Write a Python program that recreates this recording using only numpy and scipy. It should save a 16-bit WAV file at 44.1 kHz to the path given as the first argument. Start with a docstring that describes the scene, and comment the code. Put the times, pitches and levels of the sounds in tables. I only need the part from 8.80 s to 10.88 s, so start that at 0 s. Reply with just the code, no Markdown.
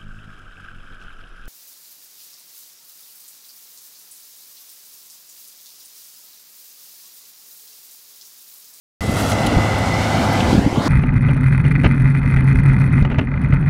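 """A six-cylinder diesel drones and knocks under a roar of threshing: a combine harvester cutting grain
across an open field, heard from a hand-held microphone in the stubble. Its drives whine, wavering in
the moving air. Wind buffets the microphone, and dry straw rustles and cracks close by. Out at the
machine the threshing drum swells to a hollow howl, and a second, thinner whine comes up."""
import sys
import numpy as np
from scipy import signal
from scipy.fft import rfft, irfft
from scipy.io import wavfile
from scipy.ndimage import map_coordinates

SR = 44100
rng = np.random.default_rng(int(sys.argv[2]) if len(sys.argv) > 2 else 0)


def file_out(sig):
    """Save sig as 16-bit WAV at sys.argv[1]."""
    # one column per channel
    cols = np.atleast_2d(sig).T
    # limit, then scale
    lim = np.clip(cols, -1, 1)
    pcm = np.round(lim * 32767).astype(np.int16)
    wavfile.write(sys.argv[1], SR, pcm)


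N = 91772
T = np.arange(N) / SR
START_S, TOP_HZ = 0.207, 15700
FIRING_HZ, PUMP_HZ, TREBLE_HZ = 104.18, 2165, 445

# The diesel's cylinders in firing order. Each entry: relative strength in dB.
CYLINDERS = [3.5, 1.4, -3.5, -4, 1.5, 0.61]
# Tone of the exhaust, combustion knock and threshing. Each row: frequency in Hz, relative gain in dB.
EXHAUST_COLOUR = [(30, -30), (70, 0), (104, 6.5), (160, 8.5), (270, 3.5), (400, -15), (750, -22),
                  (1100, -28), (3000, -38), (9000, -85)]
KNOCK_COLOUR = [(200, -13), (450, 5.5), (750, -2.5), (1100, 5), (2000, -21.5), (3000, -8), (6000, -32),
                (15000, -60)]
ROAR_COLOUR = [(30, -20), (90, 4.5), (230, 4), (330, 1.5), (440, -7), (580, -1), (830, -7), (1020, -7.5),
               (1400, -7), (1750, -10.5), (2100, -10), (2450, -14.5), (3100, -15.5), (5500, -20),
               (8500, -26.5), (10700, -32), (12000, -35), (13400, -38), (15500, -45)]
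# Tones that carry across the field. Each row: pitch in Hz, relative level in dB.
HUM_TONES = [(104.4, -25), (266.3, -34), (488, -41), (522.7, -35.5), (1410, -43.5)]  # the diesel's steady hum: its firing note and higher engine tones
WHINE_TONES = [(1732, -50.5), (2021, -35)]  # drives
DRONE_TONES = [(678, -38.5), (770, -38), (866.7, -36), (958, -43.5)]  # rotor and fans, in the midrange
# Reflections that reach the microphone. Each row: time in seconds, lag in ms, gain as a ratio.
GROUND_ECHO = [(.207, 1.54, 0.53), (.6, 1.46, 0.59), (1.0, 1.422, 0.33), (1.4, 1.34, 0.41),
               (1.7, 1.27, 0.39), (1.78, 1.165, 0.47), (1.9, 0.95, 0.3), (2.0, 1.04, 0.075)]  # the lag shrinks as the microphone moves
HAND_ECHO = [(1.72, .45, 0), (1.8, .45, .15), (1.92, .38, .25), (1.96, .31, .4), (2.0, .265, .7),
             (2.03, .21, .45), (2.08, .19, .28)]  # close, probably off the hand; sweeps upward as the microphone turns
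HOLLOW_ECHO = [(1.68, 1.12, 0), (1.76, 1.0, -.28), (1.82, .88, -.4), (1.88, .73, -.46), (1.94, .53, -.36),
               (2.0, .39, -.3), (2.08, .33, -.2)]  # close and inverted; its notch rises with the same turn
# How each sound swells and sinks at the microphone. Each row: time in seconds, gain in dB.
MACHINE_LEVEL = [(.207, -6.5), (.3, -5.5), (.38, -2), (.62, -1.2), (.85, -1.5), (1.1, -1.5), (1.35, 2),
                 (1.73, 1.8), (1.82, -3), (1.92, -5), (2.08, -2.5)]  # diesel, hum and roar together
TREBLE_LEVEL = [(.207, 0), (.5, 1.5), (1.72, -1.5), (1.79, -1), (1.93, 0), (2.0, 1), (2.08, 3)]  # the roar above TREBLE_HZ
DRIVE_LEVEL = [(.207, -5), (.3, 0), (.42, -5), (.49, -12), (.61, 4.5), (.73, -1.5), (.86, 3.5),
               (1.06, -4.5), (1.15, 0), (1.24, -9), (1.33, 2), (1.39, -5.5), (1.53, 4), (1.6, -4),
               (1.68, 1), (1.79, -14), (1.89, -7), (1.96, -14), (2.08, -6)]
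ROTOR_LEVEL = [(.207, -8.5), (.62, -1.5), (1.05, -3.5), (1.32, 2.5), (1.6, 3), (1.78, -3.5), (2.08, -11)]
WIND_LEVEL = [(.207, -27.5), (.29, -21.5), (.45, -24), (.74, -21), (.9, -26.5), (1.25, -25.5), (1.6, -23),
              (1.75, -16.5), (1.87, -19), (1.9, -33), (1.99, -20), (2.02, -29), (2.08, -27)]
RUSTLE_LEVEL = [(.207, -40.5), (.3, -39), (.41, -31.5), (.45, -37), (.51, -33), (.55, -49), (.75, -66),
                (.9, -70)]
HOWL_LEVEL = [(.207, -44), (.42, -31.5), (.62, -25), (.8, -30), (1.05, -29.5), (1.35, -28), (1.62, -27.5),
              (1.78, -31.5), (2.08, -35.5)]
PUMP_LEVEL = [(.207, -58), (.9, -48), (1.17, -41), (1.4, -43), (1.62, -40), (1.8, -51), (2.08, -46)]
# Tone of the wind and of the dry straw. Each row: frequency in Hz, relative gain in dB.
RUMBLE_COLOUR = [(15, -21), (35, -6.5), (70, 4), (150, -1.5), (290, -3.5), (450, -9), (900, -30.5),
                 (3000, -60)]
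STRAW_COLOUR = [(1500, -8), (3500, 5), (6000, 2.5), (8700, 3.5), (9600, 0.5), (10700, 3.5), (12000, -5),
                (13400, -1), (14500, -12), (15500, -16)]
# Eddies on the microphone. Each row: centre in seconds, peak in dB, pitch in Hz, half length in seconds.
EDDIES = [(.298, -13, 150, .002), (0.772, -1.5, 78, 0.0047), (0.777, -7.5, 147, 0.0061),
          (0.786, -6.5, 280, 0.002), (0.847, -9, 170, 0.0015), (1.607, -8, 130, 0.0021),
          (1.627, -9.5, 237, 0.003), (1.731, -1.5, 245, 0.0022), (1.752, -2, 260, 0.0029),
          (1.782, -1.5, 165, 0.0028), (1.791, -5, 225, 0.004), (1.866, -3.5, 196, 0.0035),
          (1.876, -5.5, 274, 0.0044), (1.929, -5.5, 180, 0.001), (1.974, -7.5, 292, 0.0018),
          (1.982, -6, 194, 0.0042), (2.066, -11, 282, 0.0059)]
# Stalks cracking close by.
# Each row: start in seconds, level in dB, centre in Hz, sharpness as Q, decay in seconds.
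STALK_CRACKS = [(.313, -40, 13000, 3, .007), (.398, -38, 13000, 3, .018), (0.518, -21, 5800, 1.6, .002),
                (0.5202, -21.5, 3500, 1.1, .003), (.531, -31, 7400, 3, .006), (.662, -19, 3100, 2.4, .003),
                (.6625, -31, 9500, 1, .003), (.6655, -26.5, 6000, .5, .004),
                (.665, -25, 10500, 7.2, 0.0044), (0.669, -21, 3480, 1.1, .003), (.670, -32, 10700, 3, .002),
                (.983, -35, 8700, 1.1, 0.0065), (1.14, -30, 4970, 2.5, .01), (1.531, -29, 11900, 1, 0.0016),
                (1.604, -17.5, 2700, 1.8, .005)]


def undb(db):
    """Decibels to gain."""
    return 10 ** (np.asarray(db) / 20)


def unit(x):
    """Scale to an rms of 1."""
    return x / np.sqrt(np.mean(x ** 2))


def curve(rows):
    """Gain over time from points in seconds and dB."""
    return undb(np.interp(T, *np.array(rows).T))


def noise():
    """White noise."""
    return rng.standard_normal(N)


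def walk(rate):
    """A smooth random drift that changes about rate times a second; spread near 1."""
    return map_coordinates(rng.standard_normal(1024), [T * rate + 2], order=3, mode="wrap")


def colour(x, points):
    """Filter by points in Hz and dB; the result has an rms of 1."""
    hz, db = np.array(points).T
    bin_hz = np.maximum(np.fft.rfftfreq(N, 1 / SR), 1)
    gain = undb(np.interp(np.log(bin_hz), np.log(hz), db))
    return unit(irfft(rfft(x) * gain, N))


def resonate(x, hz, q):
    """Pass twice through one resonance; the result has an rms of 1."""
    warped = np.tan(np.pi * hz / SR)
    band = signal.bilinear([warped / q, 0], [1, warped / q, warped ** 2], fs=.5)
    return unit(signal.lfilter(*band, signal.lfilter(*band, x)))


def echo(x, rows, lag_share=1):
    """Add one slightly dull reflection whose lag and gain shift with the microphone."""
    times, lag_ms, gains = np.array(rows).T
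    lag_s = lag_share * np.interp(T, times, lag_ms) / 1000
    gain = np.interp(T, times, gains)
    dull = signal.sosfiltfilt(signal.butter(1, 7000, fs=SR, output="sos"), x)
    reflection = map_coordinates(dull, [(T - lag_s) * SR], order=3, mode="mirror")
    return (x + gain * reflection) / np.hypot(1, gain)


def tones(shaft_s, rows, fade_db, scatter, flutter_hz):
    """Tones locked to a shaft; moving air over the field fades each one and scatters its phase."""
    out = 0
    for hz, db in rows:
        fade = undb(fade_db * walk(4.2))
        flutter = scatter * (walk(flutter_hz) + 1j * walk(flutter_hz)) / np.sqrt(2)
        tone = np.exp(2j * np.pi * hz * shaft_s)
        out = out + undb(db) * np.sqrt(2) * np.real(fade * (1 + flutter) * tone)
    return out


def diesel(shaft_s):
    """Each firing sends a pulse down the exhaust and a short knock through the block."""
    cycles = FIRING_HZ * shaft_s
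    firing = cycles.astype(int)
    scatter_db = 2 * rng.standard_normal(512)[firing]
    strength = undb(np.take(CYLINDERS, firing, mode="wrap") + scatter_db)
    pulses = np.diff(firing, prepend=0) * strength
    exhaust = colour(pulses - pulses.mean(), EXHAUST_COLOUR)
    decay = np.exp(-(cycles % 1) / 0.42)
    knock = colour(noise() * strength * decay, KNOCK_COLOUR)
    return undb(-30) * exhaust, undb(-30.5) * knock


def threshing():
    """Roar of fans, rotor and sieves; each octave flickers a little as the crop feeds through."""
    spectrum = rfft(colour(noise(), ROAR_COLOUR))
    octave = np.log2(np.maximum(np.fft.rfftfreq(N, 1 / SR), 1))
    bands = (irfft(spectrum * np.maximum(1 - abs(octave - k), 0), N) for k in range(4, 15))
    return undb(-22) * sum(band * undb(1.15 * walk(18)) for band in bands)


def combine():
    """The distant machine runs off one unsteady crankshaft; its roar also arrives off the ground."""
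    shaft_s = T + 0.001994 * np.cumsum(walk(4)) / SR  # time as the crankshaft keeps it
    exhaust, knock = diesel(shaft_s)
    hum = tones(shaft_s, HUM_TONES, fade_db=1, scatter=0.17, flutter_hz=14.02)
    drone = tones(shaft_s, DRONE_TONES, fade_db=1, scatter=.4, flutter_hz=25)
    deck = echo(threshing() + knock, GROUND_ECHO)
    # The threshing parts sit lower than the engine deck, so their echo follows sooner.
    underside = undb(-5) * echo(threshing(), GROUND_ECHO, lag_share=0.688)
    roar = echo(deck + underside, HAND_ECHO)
    roar = echo(roar, HOLLOW_ECHO)
    bass = signal.sosfiltfilt(signal.butter(2, TREBLE_HZ, fs=SR, output="sos"), roar)
    treble = curve(TREBLE_LEVEL) * (roar - bass)
    return curve(MACHINE_LEVEL) * (exhaust + hum + bass + treble) + curve(ROTOR_LEVEL) * drone


def drive_whine():
    """The drives whine across the field, their speed wandering a little."""
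    drive_s = T + .0015 * np.cumsum(walk(9.33)) / SR
    return curve(DRIVE_LEVEL) * tones(drive_s, WHINE_TONES, fade_db=1.3, scatter=.5, flutter_hz=45.87)


def wind():
    """A lumpy rumble right on the microphone, with single eddies that thump for a cycle or two."""
    lumps = undb(2 * walk(70))
    out = curve(WIND_LEVEL) * colour(noise() * lumps, RUMBLE_COLOUR)
    for centre_s, db, hz, half_length_s in EDDIES:
        offset_s = T - centre_s
        swell = np.exp(-(offset_s / half_length_s) ** 2)
        out += undb(db) * swell * np.cos(2 * np.pi * (hz * offset_s + rng.random()))
    return out


def straw(clicks_per_s=5500, attack_s=.0003):
    """Dry stubble close by rustles in tiny uneven clicks; single stalks split at once and ring away."""
    clicks = (rng.random(N) < clicks_per_s / SR) * noise()
    sizes = undb(2 * np.minimum(rng.exponential(size=N), 4))
    out = curve(RUSTLE_LEVEL) * colour(clicks * sizes, STRAW_COLOUR)
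    for start_s, db, hz, q, decay_s in STALK_CRACKS:
        age = np.maximum(T - start_s, 0)
        burst = np.minimum(age / attack_s, 1) * np.exp(-age / decay_s)
        out += undb(db) * burst * resonate(noise(), hz, q)
    return out


def drum_howl():
    """Air and crop sound a hollow resonance of the threshing drum, which swells and sinks."""
    return curve(HOWL_LEVEL) * resonate(noise(), hz=755, q=3.5)


def pump_whine():
    """A thin whine, probably hydraulic, in a narrow band of rasp that beats against the drives."""
    tone = tones(T, [(PUMP_HZ, 0)], fade_db=1.3, scatter=.5, flutter_hz=30.1)
    rasp = resonate(noise(), PUMP_HZ, q=8)
    return curve(PUMP_LEVEL) * (tone + rasp)


def scene():
    """The harvester far off, the wind and the straw close up, all on one microphone."""
    return (combine() + drive_whine() + wind() + straw() + drum_howl() + pump_whine())[None]


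def record(dry):
    """The microphone opens abruptly and cuts the highest treble."""
    top_cut = signal.ellip(10, .2, 80, TOP_HZ, fs=SR, output="sos")
    return signal.sosfilt(top_cut, dry * (T >= START_S))


dry = scene()
out = record(dry)
file_out(out)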